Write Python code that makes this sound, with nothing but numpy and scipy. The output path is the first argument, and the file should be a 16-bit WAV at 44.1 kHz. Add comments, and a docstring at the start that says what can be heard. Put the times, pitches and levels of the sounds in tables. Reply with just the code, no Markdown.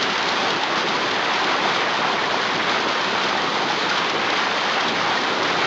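"""Under the sheet-metal roof of an open shed row, in heavy rain.
Dense random impacts drum the sheets into a roar over a low boom of air; single drops knock as damped modes.
Run-off spatters on the ground by the eaves as filtered noise, with heavier splats as short bursts of spray.
Slow sampling, softly smoothed, mirrors the treble above half its rate."""
import sys
import numpy as np
from scipy import signal
from scipy.fft import rfft, irfft, next_fast_len
from scipy.io import wavfile
from scipy.ndimage import uniform_filter1d, map_coordinates

SR = 44100
rng = np.random.default_rng(int(sys.argv[2]) if len(sys.argv) > 2 else 0)


def output_pcm(signal):
    """Save a mono or channel-first signal as 16-bit PCM at the path in sys.argv[1].

    Samples are clipped to [-1, 1] before scaling.
    """
    pcm = np.clip(np.atleast_2d(signal).T, -1, 1) * 32767
    wavfile.write(sys.argv[1], SR, np.round(pcm).astype(np.int16))


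N = 249606  # length in samples


def amp(db):
    """Decibel law: amplitude ratio of a level in dB."""
    return 10 ** (np.asarray(db) / 20)


def unit(x):
    """Normalisation to an rms of one."""
    return x / np.sqrt(np.mean(x ** 2) + 1e-20)


def along(points, hz):
    """Interpolation of (frequency, value) points on a logarithmic frequency axis."""
    point_hz, value = np.transpose(points)
    return np.interp(np.log(hz + 1), np.log(point_hz + 1), value)


def curves(rows):
    """Linear interpolation in time: one value per sample for each column after start_s."""
    start_s, *columns = np.transpose(rows)
    return [np.interp(np.arange(N) / SR, start_s, column) for column in columns]


def wobble(rate_hz):
    """Band-limited fluctuation: a smooth curve through rate_hz random knots a second."""
    knots = rng.standard_normal(N // 100)
    return map_coordinates(knots, [np.arange(N) * rate_hz / SR])


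def filtered(x, response):
    """Linear filtering: the spectrum is multiplied by a response of frequency."""
    padded = next_fast_len(N + SR // 2)
    hz = np.fft.rfftfreq(padded, 1 / SR)
    return irfft(rfft(x, padded) * response(hz), padded)[..., :N]


def coloured(x, spectrum):
    """Spectral shaping by a source's frequency response, at unit rms."""
    return unit(filtered(x, lambda hz: amp(along(spectrum, hz))))


def patchy(x, depth_db):
    """Uneven excitation: random gain in patches of time and pitch, as some sheets get more rain."""
    z = signal.stft(x, nperseg=512)[2]
    field = uniform_filter1d(rng.standard_normal(z.shape), size=5, axis=0)  # over pitch
    field = uniform_filter1d(field, size=8, axis=1)  # over time
    return signal.istft(z * amp(depth_db * unit(field)), nperseg=512)[1][:N]


RAREST = .004  # drops have a largest size, reached by this share of them


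def drop_db(size, spread_db):
    """Power-law size distribution: few drops are large, and the largest size is capped."""
    return -spread_db * np.log(np.maximum(size, RAREST))


def drops(count, spread_db, ring_s, wash):
    """Shot noise: unequal random impacts ring as decaying noise, over the steady wash of far drops."""
    when, size = rng.random((count, 2)).T
    impacts = np.bincount((when * N).astype(int), amp(2 * drop_db(size, spread_db)), N)
    t = np.arange(SR // 8) / SR
    decay = amp(-120 * t / ring_s)  # energy falls 60 dB in ring_s
    energy = np.abs(signal.fftconvolve(impacts, decay)[:N])
    share = np.clip(wash, 0, 1)
    envelope = np.sqrt(share + (1 - share) * energy / energy.mean())
    return envelope * rng.standard_normal(N)


# Response of the air under the roof: frequency_hz [Hz], level_db [dB, relative]
AIR_RESPONSE = [(20, -33), (57, -31), (70, -21), (80, -21), (100, -15), (190, -3.5), (270, -3.5),
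                (370, 0.5), (600, -4), (1000, -17.5), (2000, -50)]


def boom():
    """Cavity response: the air under the roof shapes broad noise into a low boom."""
    return coloured(patchy(rng.standard_normal(N), depth_db=1.1), AIR_RESPONSE)


# Response of the struck sheets: frequency_hz [Hz], level_db [dB, relative]
SHEET_RESPONSE = [(200, -47.5), (500, -10), (640, -8.5), (740, -1.5), (1000, -2.5), (1430, -2.5),
                  (1650, -4), (2000, -4.5), (2800, -9), (4000, -17), (6000, -38.5)]


def drumming():
    """Superposed plate impacts: dense drops excite the sheets and merge into a roar."""
    impacts = drops(count=4000, spread_db=2.0, ring_s=0.062, wash=0.69)
    return coloured(patchy(impacts, depth_db=0.65), SHEET_RESPONSE)


# Bare impact of a near drop: frequency_hz [Hz], level_db [dB, relative]
TICK_SPECTRUM = [(400, -24), (900, 3.5), (1500, 1), (2500, -4), (4000, -4), (5600, -12.5)]


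def ticks():
    """Impulsive contact: near drops give very short broadband clicks."""
    return coloured(drops(count=6000, spread_db=1.4, ring_s=.004, wash=0.056), TICK_SPECTRUM)


KNOCK_T60_S, KNOCK_RISE_S = .05, 0.0027  # 60 dB decay time, rise time constant
KNOCK_MODES, KNOCK_SCATTER = 3, .1  # modes per knock, their relative scatter in pitch


def ring_sheet(start_s, level_db, pitch_hz):
    """Modal decay: each drop sets a patch of sheet ringing briefly in a few close, clashing modes."""
    t = np.arange(SR // 25) / SR
    shape = amp(-60 * t / KNOCK_T60_S) * (1 - np.exp(-t / KNOCK_RISE_S))
    scatter = KNOCK_SCATTER * rng.standard_normal((len(pitch_hz), KNOCK_MODES))
    modes_hz = pitch_hz[:, None] * (1 + scatter)
    ring = sum(np.sin(2 * np.pi * mode[:, None] * t) for mode in modes_hz.T) / np.sqrt(KNOCK_MODES)
    struck = amp(level_db)[:, None] * shape / shape.max() * ring
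    at = (start_s * SR).astype(int)[:, None] + np.arange(len(t))
    return np.bincount(at.ravel(), struck.ravel(), N + SR)[:N]


PATTER_HZ, PATTER_OCTAVES, PATTER_SPREAD_DB = 1020.3, 0.3286, 1  # usual pitch, its scatter, spread of size


def patter(count):
    """Random modal excitation: the nearest sheets knock at random times and pitches."""
    when, size = rng.random((count, 2)).T
    pitch_hz = PATTER_HZ * 2 ** (PATTER_OCTAVES * rng.standard_normal(count))
    return unit(ring_sheet(when * N / SR, drop_db(size, PATTER_SPREAD_DB), pitch_hz))


# Drops on wet ground: frequency_hz [Hz], level_db [dB, relative]
GROUND_SPECTRUM = [(800, -34.5), (2000, -8.5), (2800, -7.5), (3150, 0.5), (4000, -3), (5000, -6.5),
                   (5600, -13)]


def spatter():
    """Liquid impact noise: run-off strikes the wet ground as short, bright grains."""
    impacts = drops(count=9000, spread_db=2.5, ring_s=0.012, wash=0.6)
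    return coloured(patchy(impacts, depth_db=0.5), GROUND_SPECTRUM)


# Slow levels of the shower: start_s [s], boom_db [dB], drumming_db [dB], patter_db [dB], spatter_db [dB]
SHOWER_LEVELS = [(0, -26.5, -25, -30, -25.5), (.15, -31.5, -24, -31, -29), (.4, -29, -24.5, -30, -27),
                 (.6, -30.5, -24.5, -32.5, -28.5), (.8, -28, -24, -29, -27.5),
                 (1.2, -30.5, -24, -29.5, -29), (1.45, -29.5, -23.5, -28.5, -29.5),
                 (1.65, -28, -23.5, -29.5, -28), (1.9, -30.5, -23, -26.5, -28.5),
                 (2.25, -29, -25.5, -27.5, -29), (2.5, -29.5, -24, -31, -29),
                 (2.72, -28, -23.5, -29.5, -30), (3.05, -30, -26, -29.5, -28.5),
                 (3.22, -29, -23.5, -29.5, -28), (3.4, -28.5, -27, -29, -28.5), (3.6, -28.5, -25, -29, -28),
                 (3.95, -30.5, -24.5, -32, -28), (4.12, -29.5, -23.5, -33, -29), (4.3, -29, -23, -30, -28),
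                 (4.65, -30.5, -24, -31.5, -29), (4.95, -29.5, -23, -32.5, -28),
                 (5.25, -28, -25.5, -28, -27.5), (5.66, -27.5, -23, -33.5, -28)]
# Depth of the shared surges: boom_db [dB], roof_db [dB], spatter_db [dB]; all per unit of random curve
# Depth of the spatter's own flurries: slow_db [dB], fast_db [dB]
SURGE_DB, FLURRY_DB = (-0.25, 0.5, 0.48), (0.15, 0.98)
TICK_DB = -7.5  # relative to the drumming


def rain():
    """Correlated modulation: one surge lifts roof and spatter together and slightly lowers the boom."""
    boom_db, drumming_db, patter_db, spatter_db = curves(SHOWER_LEVELS)
    surge = wobble(14)
    boom_surge, roof_surge, spatter_surge = [depth_db * surge for depth_db in SURGE_DB]
    flurry = FLURRY_DB[0] * wobble(5.8) + FLURRY_DB[1] * wobble(30)
    roar = drumming() + amp(TICK_DB) * ticks()
    return (amp(boom_db + boom_surge) * boom()
            + amp(drumming_db + roof_surge) * roar
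            + amp(patter_db + roof_surge) * patter(count=2500)
            + amp(spatter_db + spatter_surge + flurry) * spatter())


# Heavy splats of run-off: start_s [s], level_db [dB, loudest rms], t60_s [s]
SPLAT_EVENTS = [(0.0256, -16.5, 0.043), (0.13, -26.5, 0.045), (0.155, -22, .02), (0.178, -21.5, 0.044),
                (0.2256, -20, 0.036), (0.286, -18, .03), (0.322, -22, .04), (0.5035, -16.5, 0.035),
                (0.633, -16.5, .022), (0.884, -21, 0.08), (1.11, -23, 0.028), (1.2468, -24.5, .04),
                (1.334, -21.5, 0.034), (1.441, -21.5, .04), (2.1274, -25.5, 0.033), (2.691, -20, 0.069),
                (2.884, -22.5, .04), (3.24, -23, .05), (3.828, -22.5, 0.047), (3.893, -18.5, 0.058),
                (3.977, -20, .06), (4.095, -19.5, 0.045), (4.3003, -20, 0.036), (4.376, -23.5, 0.035),
                (4.806, -22, 0.044), (4.879, -22, .06), (5.428, -21, .04)]
# A splat's spray: frequency_hz [Hz], level_db [dB, relative]
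SPRAY_SPECTRUM = [(1200, -31), (2200, -11), (3100, -3), (3700, -2), (4500, -6), (5500, -10.5)]
SPLAT_RISE_S = 0.0016  # time constant


def splats():
    """Transient noise burst: larger blobs of run-off throw spray that rises fast and decays."""
    out, t = np.zeros(N + SR), np.arange(SR // 8) / SR
    spray = np.tile(coloured(rng.standard_normal(N), SPRAY_SPECTRUM), 2)
    for start_s, level_db, t60_s in SPLAT_EVENTS:
        shape = amp(-60 * t / t60_s) * (1 - np.exp(-t / SPLAT_RISE_S))
        span = slice(round(start_s * SR), round(start_s * SR) + len(t))
        out[span] += amp(level_db) * shape / shape.max() * spray[span]
    return out[:N]


# Fat drops on the sheet overhead: start_s [s], level_db [dB, envelope peak], pitch_hz [Hz, centre of modes]
KNOCK_EVENTS = [(0.319, -20.5, 1200), (0.634, -22.5, 890), (0.95, -18, 1023), (1.342, -23, 1887),
                (1.652, -18, 807), (2.051, -25, 943), (2.181, -21, 1945), (2.238, -21, 1760),
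                (2.34, -17.5, 940), (2.455, -23, 1030), (2.695, -21, 1150), (2.745, -20, 1330),
                (2.862, -21, 495), (2.895, -22, 954), (3.198, -24.5, 2040), (3.378, -24, 2060),
                (3.598, -23, 916), (3.701, -18.5, 965), (3.911, -18, 1343), (3.975, -20, 1000),
                (4.165, -23.5, 780), (4.793, -25.5, 975), (5.088, -18, 862), (5.171, -19.5, 1965),
                (5.503, -21, 930)]


def knocks():
    """Modal excitation by single fat drops on the sheet overhead."""
    return ring_sheet(*np.transpose(KNOCK_EVENTS))


def scene():
    """Linear superposition of rain, splats and knocks in one channel."""
    return (rain() + splats() + knocks())[None]


# Smoothing after sampling, with its side lobes: frequency_hz [Hz], gain_db [dB]
SMOOTHING = [(5500, 0), (6000, -5.5), (6500, -11.5), (7000, -19.5), (7500, -28.5), (8000, -42),
             (8400, -59.5), (8800, -61), (9200, -69.5), (9800, -66), (10400, -71), (12000, -69.5),
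             (15000, -71.5)]
SLOWER, TOP_HZ = 4, 15700  # sampling slowdown (ratio), upper cutoff in Hz


def record(dry):
    """Spectral imaging: sampling at a quarter of the rate mirrors the treble; soft smoothing lets it through."""
    limited = filtered(dry, lambda hz: hz < SR / SLOWER / 2)
    sampled = limited * SLOWER * (np.arange(N) % SLOWER == 0)  # zeros between the samples
    return filtered(sampled, lambda hz: amp(along(SMOOTHING, hz)) * (hz < TOP_HZ))


dry = scene()
out = record(dry)
output_pcm(out)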